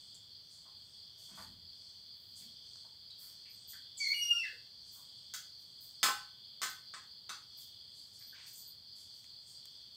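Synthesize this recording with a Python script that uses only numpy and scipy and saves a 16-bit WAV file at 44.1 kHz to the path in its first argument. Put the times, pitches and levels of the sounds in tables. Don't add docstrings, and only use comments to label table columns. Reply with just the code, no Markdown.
import sys
import numpy as np
from scipy import signal
from scipy.fft import rfft, irfft
from scipy.io import wavfile

SR = 44100
rng = np.random.default_rng(int(sys.argv[2]) if len(sys.argv) > 2 else 0)


def voltage_ratio(level):
    return 10 ** (np.asarray(level, float) / 20)


def wav_out(sig):
    wavfile.write(sys.argv[1], SR, np.round(np.clip(np.atleast_2d(sig).T, -1, 1) * 32767).astype(np.int16))


N = 439236


def in_time(rows):
    s, *columns = np.transpose(rows)
    return [np.interp(np.arange(N) / SR, s, c) for c in columns]


def at_hz(points, hz):
    points_hz, values = np.transpose(points)
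    return np.interp(np.log(hz + 1), np.log(points_hz), values)


def rms_one(x):
    return x / np.sqrt(np.mean(x ** 2) + 1e-20)


def coloured(x, points):
    hz = np.fft.rfftfreq(x.shape[-1], 1 / SR)
    return rms_one(irfft(rfft(x) * voltage_ratio(at_hz(points, hz)), x.shape[-1]))


def drift(rate_hz, size):
    r = np.exp(-2 * np.pi * rate_hz / SR)
    return rms_one(signal.lfilter([1], [1, -2 * r, r * r], rng.standard_normal(size + 9000))[9000:])


def ring(clicks, hz, t60):
    r, w = voltage_ratio(-60 / (t60 * SR)), 2 * np.pi * hz / SR
    return signal.lfilter([0, np.sin(w)], [1, -2 * r * np.cos(w), r * r], clicks + 1e-18)


def band_pass(x, order, edges_hz):
    return signal.sosfilt(signal.butter(order, edges_hz, "band", fs=SR, output="sos"), x)


def add(out, s, sound):
    i = round(s * SR)
    out[i:i + len(sound)] += sound[:N - i]


# (frequency [Hz], level [dB])
AIR_SPECTRUM = [(30, -22), (100, 0), (170, -6.5), (300, -14.5), (1200, -21.5), (7000, -28.5), (10000, -25),
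                (15500, -27)]
# (frequency [Hz], side minus mid [dB])
AIR_SIDE_SPECTRUM = [(30, -24), (100, -37.5), (500, -26.5), (2000, -32), (6000, -21), (15000, -16.5)]


def night_air():
    mid, side = rng.standard_normal((2, N))
    side = voltage_ratio(-4.5) * coloured(side, AIR_SIDE_SPECTRUM)
    return voltage_ratio(-70.5) * coloured(mid + side * [[1], [-1]], AIR_SPECTRUM)


def crowd(song, level_db, strokes_per_s, depth, ring_s, throb_per_s, throb_db, count):
    out, t = np.zeros(N), np.arange(N) / SR
    for hz in np.geomspace(song[1][0], song[-2][0], count):
        pace, start = rng.uniform(0.6, 1.5), rng.random(2)
        strokes = strokes_per_s * pace * t + 0.14 * drift(10.0, N)
        scrape = 1 + np.clip(depth, 0, 1) * np.cos(2 * np.pi * (strokes + start[0]))
        throb = voltage_ratio(throb_db * np.sin(2 * np.pi * (throb_per_s * t + 0.23 * start[1])))
        voice = ring(scrape * throb * rng.standard_normal(N), hz, ring_s)
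        out += rms_one(voice) * np.sqrt(hz)
    skirts = [(song[0][0] * 0.21, -60)] + song + [(song[-1][0] * 1.3, -60)]
    return voltage_ratio(level_db) * coloured(out, skirts)


def swells(rows, width_s, rise):
    t = np.arange(0, N, 64) / SR
    bells = [db * np.exp(-0.5 * ((t - s) / width_s / np.where(t < s, rise, 1)) ** 2) for s, db in rows]
    return np.interp(np.arange(N) / SR, t, np.max(bells, axis=0))


# (frequency [Hz], level per Hz [dB])
LOW_SONG = [(2880, -20), (3020, -8.5), (3250, -2), (3430, 3), (3600, -4.5), (3780, -10.5), (3900, -23)]
HIGH_SONG = [(3780, -16.5), (4050, -6), (4250, 0), (4550, 3), (4900, 0.5), (4990, 0), (5060, -30),
             (5300, -22)]
THIN_SONG = [(4900, -12), (5200, 1.5), (5700, -4.5), (6200, -7), (6500, -8)]
SHRILL_SONG = [(6000, -5), (6500, -6.5), (7400, -8), (8300, 0), (8900, -8), (9300, 3)]
# (peak time [s], level over its rest [dB])
LOW_SWELLS = [(.15, 5), (.85, 4), (1.3, 7), (1.95, 3.5), (2.6, 6.5), (3.3, 3.5), (3.9, 7.5), (4.35, 3.5),
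              (5.2, 6.5), (5.8, 2.5), (6.55, 7), (7.2, 3), (7.75, 6.5), (8.35, 3.5), (9.15, 3), (9.78, 5.5)]
# (rate [1/s], one peak [s], depth [dB])
THROBS = [(4.445, 5.089, 1.07), (4.54, 4.952, 0.9)]
# (peak time [s], level over rest [dB])
PHRASES = [(.05, 13.5), (.57, 8.5), (.9, 11), (1.3, 16.5), (1.85, 10.5), (2.42, 11), (2.75, 13.5),
           (3.3, 13), (3.6, 15), (4.2, 15), (4.55, 4), (4.95, 15.5), (5.2, 11), (5.68, 9.5), (5.87, 14.5),
           (6.45, 1), (7.62, 10.5), (7.98, 10), (8.2, 11.5), (8.5, 18.5), (9.0, 4), (9.18, 13), (9.52, 13),
           (9.72, 7), (9.95, 3)]


def chorus():
    t = np.arange(N) / SR
    phrases_db = swells(PHRASES, width_s=0.13, rise=0.68)
    low_db = -69 + swells(LOW_SWELLS, width_s=0.22, rise=1.0)
    high_db = -57.5 - 2 * np.exp(-(t / 1.5) ** 2)
    high_db = high_db + sum(db * np.cos(2 * np.pi * pace * (t - s)) for pace, s, db in THROBS)
    out = crowd(LOW_SONG, low_db, strokes_per_s=88, depth=0.3, ring_s=0.0037,
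                throb_per_s=3.0, throb_db=0.35, count=7)
    out += crowd(HIGH_SONG, high_db, strokes_per_s=98, depth=0.2, ring_s=0.0052,
                 throb_per_s=2.9, throb_db=1.3, count=8)
    out += crowd(THIN_SONG, -79 + 0.61 * phrases_db, strokes_per_s=65, depth=0.47, ring_s=0.0055,
                 throb_per_s=1.4, throb_db=-4.5, count=4)
    out += crowd(SHRILL_SONG, -84 + phrases_db, strokes_per_s=290, depth=0.23, ring_s=0.0019,
                 throb_per_s=2.5, throb_db=-0.2, count=6)
    return out


# (time [s], length [s], level [dB],
# width # [octaves])
BURSTS = [(0.144, 0.009, -54, 0.57), (0.496, 0.16, -68, 0.58), (1.172, 0.2, -65, 1.5),
          (1.35, 0.15, -62.5, 1.3), (2.353, 0.12, -61.5, 0.88), (3.687, 0.064, -55.5, 1.3),
          (3.97, 0.1, -55.5, 0.62), (4.25, 0.36, -69, 0.53), (4.846, 0.33, -69.5, .8),
          (7.596, 0.057, -62, 0.86), (7.943, 0.2, -68, 1), (8.126, .13, -67, 0.9),
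          (8.461, 0.08, -58.5, 2.2), (8.535, 0.15, -59.5, 0.88), (8.955, 0.14, -64.5, 1),
          (9.459, 0.14, -64.5, .6)]
# (time [s], length [s], level [dB],
# centre [Hz])
SWISHES = [(2.138, 0.45, -73.5, 15200), (2.38, 0.09, -65, 12500), (3.181, 0.15, -58, 11200),
           (4.067, 0.13, -58, 14000), (4.203, 0.37, -69, 12500), (4.914, 0.11, -60, 13400),
           (5.805, 0.096, -58.5, 14000), (6.64, .079, -63, 12900), (7.568, 0.11, -58.5, 13900),
           (8.68, .052, -68.5, 12000), (9.138, .12, -72, 11500), (9.472, .11, -74, 11700),
           (5.59, 0.086, -73, 12000)]
# (time [s], length [s], level [dB], centre [Hz], width [octaves])
CREAKS = [(0.654, .05, -70, 970, 0.78), (1.18, 0.041, -75.5, 544, .46), (1.297, 0.34, -67, 197, 0.65),
          (1.285, 0.2, -70.5, 1100, 1.6), (1.353, .45, -64.5, 85, 1.24), (1.375, 0.048, -55, 1110, 1.3),
          (2.38, 0.205, -70.5, 195, 0.55), (2.397, .06, -71, 2530, 1), (2.842, 0.029, -71, 860, 0.96),
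          (3.103, 0.0062, -45.5, 3800, 0.21), (3.199, 0.24, -78.5, 1500, 1.5),
          (3.45, 0.048, -64, 2480, 0.65), (3.731, 0.039, -58, 1640, 0.39), (3.99, 0.15, -53.5, 6100, 0.35),
          (4.445, 0.06, -57, 3600, 0.76), (4.488, .11, -73, 468, 0.29), (4.95, 0.11, -73, 1040, .59),
          (5.335, .03, -55, 1460, 0.2), (8.202, 0.041, -69.5, 1930, .7), (8.323, 0.039, -62, 1620, 0.22),
          (8.341, .17, -62, 2520, 1.7)]


def rustles():
    bursts = [(s, length, db, 8140, octaves) for s, length, db, octaves in BURSTS]
    swishes = [(s, length, db, hz, 0.83) for s, length, db, hz in SWISHES]
    out = np.zeros(N)
    for s, length, level_db, hz, octaves in bursts + swishes + list(CREAKS):
        u = np.arange(round(max(length, 0.005) * SR)) / (length * SR)
        unevenness = voltage_ratio(2.4 * drift(75.7, SR // 2)[:len(u)])
        grains = rng.standard_normal(SR // 2)[:len(u)] * unevenness
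        edges = np.clip([hz * 2 ** (-octaves / 2), hz * 2 ** (octaves / 2)], 20, 0.45 * SR)
        swell = np.sin(np.pi * np.clip(u, 0, 1) ** 0.36)
        add(out, s, voltage_ratio(level_db) * rms_one(band_pass(grains, 2, edges)) * swell)
    return out


# (time [s], peak level [dB], centre [Hz])
TICKS = [(.148, -48, 8000), (2.758, -46, 5970), (2.758, -61, 1500), (3.108, -50, 8000), (5.588, -56, 13000),
         (7.589, -38, 13500), (9.244, -57, 2280), (9.243, -48, 7000), (9.656, -42, 8300),
         (9.656, -44, 12700), (9.95, -51, 8200)]


def ticks():
    out = np.zeros(N)
    for s, peak_db, hz in TICKS:
        add(out, s, voltage_ratio(peak_db - 0.5) * ring(np.arange(200) == 0, hz, 9.9 / hz))
    return out


# (time [s], peak level [dB])
JINGLES = [(3.4944, -55), (3.5294, -57), (3.674, -50), (3.697, -44), (8.1888, -54), (8.2294, -59),
           (8.271, -52), (8.299, -58), (8.531, -47.5), (8.569, -45), (8.6073, -51), (8.672, -49)]
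# (frequency [Hz], level [dB], t60 [s])
CHAIN_MODES = [(13860, -13, .12), (13930, -8, .2), (13990, -14, .12), (14300, -28, .04), (10950, -21, .12),
               (9350, -24, .04), (8540, -26, .05)]


def chain():
    rubbing = np.zeros(N)
    for s, peak_db in JINGLES:
        u = np.arange(SR // 10) / (0.038 * SR)
        envelope = u * np.exp(-4 * u) * np.e * 4
        add(rubbing, s - 0.004, voltage_ratio(peak_db - 31.5) * envelope * rng.standard_normal(len(u)))
    return sum(voltage_ratio(db) * ring(rubbing, hz, t60) for hz, db, t60 in CHAIN_MODES)


# (time [s], thud [dB], board [dB], bite [dB], steel [dB])
KNOCKS = [(5.338, -68.5, -56, -43.5, -51), (5.347, -68.5, -61, -56, -52), (6.030, -68, -28.5, -28, -35),
          (6.040, -41.5, -30, -51, -35.5), (6.059, -51, -30.5, -40.5, -52), (6.086, -41.5, -35, -67, -60),
          (6.617, -70, -37.5, -40.5, -48), (6.631, -52.5, -39, -39.5, -44), (6.658, -55, -46, -60, -62),
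          (6.698, -74, -60, -64, -55), (6.938, -73, -46, -54, -77), (6.964, -63.5, -57, -61, -76),
          (7.293, -63, -48.5, -45, -57), (7.304, -79, -43, -66, -68)]
# (frequency [Hz], level [dB], t60 [s])
BOARD_MODES = [(782, -3, 0.39), (830, 10.5, 0.3), (1051, 16.5, 0.29), (1143, -7, 0.28), (1200, -8, 0.25),
               (1267, 1, 0.22), (1325, 3.5, 0.26), (1423, 0, 0.19), (1518, 8.5, .4), (1865, -11, 0.19)]
# (frequency [Hz], level per Hz [dB])
CRACK_SPECTRUM = [(110, -46), (175, 10.5), (700, -21), (1100, 1), (2000, 1.5), (2500, -8), (3300, 3.5),
                  (15500, -1.5)]


def knocks():
    cracks, rings, t = np.zeros(N), np.zeros(N), np.arange(SR // 2) / SR
    bands = [(150, 900), (900, 1600), (1600, 3000), (3000, 9000), (9000, 17000)]
    for s, thud_db, board_db, bite_db, steel_db in KNOCKS:
        crack = coloured(rng.standard_normal(len(t)), CRACK_SPECTRUM) * np.exp(-t / 0.0045)
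        edge_db = 3.5 + (board_db + bite_db) / 2
        for db, edges in zip([thud_db, board_db, edge_db, bite_db, steel_db], bands):
            add(cracks, s, voltage_ratio(db + 11.5) * band_pass(crack, 3, edges))
        for hz, db, t60 in BOARD_MODES:
            light = hz > 1100 and not 1470 < hz < 1600
            push_db = board_db if light else thud_db
            own_db = rng.normal(0, 2)
            add(rings, s, voltage_ratio(push_db + db + own_db - 13.5) * ring(t == 0, hz, t60))
    high_pass = signal.butter(4, 140, "high", fs=SR, output="sos")
    return signal.sosfilt(high_pass, [cracks, rings])


# (multiple of the pitch, level against the octave [dB])
OVERTONES = [(3, -15), (4, -10), (4.5, -28), (5, -28)]


def slip(hz, level_db, rough, octave_db):
    rough = np.clip(rough, 0, 1)
    phase = 2 * np.pi * np.cumsum(hz * (1 + 0.0645 * rough * drift(145, len(hz)))) / SR
    high = sum(voltage_ratio(db - 60 * rough) * np.sin(k * phase) for k, db in OVERTONES)
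    tone = np.sin(phase) + voltage_ratio(octave_db) * (np.sin(2 * phase) + high)
    return voltage_ratio(level_db + 2.9 * np.sqrt(rough) * drift(53, len(hz))) * tone, phase


# (time [s], pitch [Hz], level [dB], octave against it [dB])
FIRST_SQUEAL = [(3.99, 2280, -65, -2), (4.005, 2290, -46, 8), (4.05, 2149, -37, -1), (4.1, 2151, -40, 0.5),
                (4.124, 2280, -33.5, 0.5), (4.14, 2405, -44, -13)]
SECOND_SQUEAL = [(4.13, 2980, -79, -4), (4.145, 2896, -39.5, -10), (4.25, 2848, -36, -2.5),
                 (4.293, 2850, -43.5, -3), (4.313, 2831, -22.5, -19.5), (4.337, 2790, -43, -4),
                 (4.38, 2725, -38, -10.5), (4.418, 2670, -39.5, -19), (4.46, 2606, -47, -9)]
# (from [s], to [s], level [dB])
HALF_LINE = (4.22, 4.39, -54)
# (time [s], length [s], level [dB], from pitch [Hz], to pitch [Hz])
SLIDES = [
    (3.731, 0.022, -60, 2044, 1345),
    (3.97, 0.047, -47, 9100, 5160),
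    (4.428, .085, -44, 2202, 1595),
]


def squeal():
    out = np.zeros(N)
    for rows, rough, rough_per_khz_sag in [(FIRST_SQUEAL, 0.24, 0), (SECOND_SQUEAL, 0.042, 0.97)]:
        start, end = rows[0][0], rows[-1][0]
        hz, level_db, octave_db = [c[round(start * SR):round(end * SR)] for c in in_time(rows)]
        sag_khz = np.maximum(2790 - hz, 0) / 1e3
        sound, phase = slip(hz, level_db, rough + rough_per_khz_sag * sag_khz, octave_db)
        add(out, start, sound)
    half_from, half_to, half_db = HALF_LINE
    u = np.clip((start + np.arange(len(phase)) / SR - half_from) / (half_to - half_from), 0, 1)
    add(out, start, voltage_ratio(half_db) * np.sin(np.pi * u) * np.sin(phase / 2))
    for s, length, db, from_hz, to_hz in SLIDES:
        u = np.minimum(np.arange(SR // 8) / SR / length, 3)
        rise_db = 20 * np.log10(np.clip(u / 0.12, 1e-3, 1))
        hz = to_hz + (from_hz - to_hz) * np.exp(-2.5 * u)
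        sound, _ = slip(hz, db + rise_db - 16 * u ** 2, rough=0.745, octave_db=-19)
        add(out, s, sound)
    return out


# (frequency [Hz], t60 [s])
WALL_DECAY = [(150, 0.31), (1000, 0.34), (4000, 0.38), (10000, 0.31), (15000, 0.29)]


def walls(x):
    t, tail = np.arange(SR * 3 // 4) / SR, 0
    for hz in 125 * 2.0 ** np.arange(8):
        edges = [hz / np.sqrt(2), min(hz * np.sqrt(2), 0.45 * SR)]
        noise = band_pass(rng.standard_normal((2, len(t))), 2, edges)
        tail = tail + noise * voltage_ratio(-60 * t / at_hz(WALL_DECAY, hz))
    tail = tail * np.clip(t / 0.0024, 0, 1) / np.sqrt(np.sum(tail[0] ** 2))
    mid, side = voltage_ratio(5.5) * signal.fftconvolve(x[None], tail, axes=1)[:, :N]
    return mid + voltage_ratio(-54) * side * [[1], [-1]]


def scene():
    far = night_air() + chorus()
    cracks, rings = knocks()
    near = voltage_ratio(-5.0) * (cracks + rustles())
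    nearest = voltage_ratio(2.5) * (ticks() + chain()) + rings
    joint = voltage_ratio(-1.5) * squeal()
    echo = walls(near + voltage_ratio(-5.5) * joint + voltage_ratio(-11) * nearest)
    return far + near + joint + nearest + echo


def band_limit(x):
    return signal.sosfilt(signal.butter(12, 16660, fs=SR, output="sos"), x)


# (frequency [Hz], level [dB])
MICROPHONE = [(40, 2.5), (120, 0), (8800, 2.5), (9300, -8), (10300, -5.5), (11500, -0.5), (13500, 2),
              (15500, 3.5)]


def record(dry):
    hz = np.fft.rfftfreq(N, 1 / SR)
    heard = irfft(rfft(dry) * voltage_ratio(at_hz(MICROPHONE, hz)), N)
    top_cut = signal.cheby2(14, 45, 15790 * 1.02, fs=SR, output="sos")
    return band_limit(signal.sosfilt(top_cut, heard))


dry = scene()
out = record(dry)
wav_out(out)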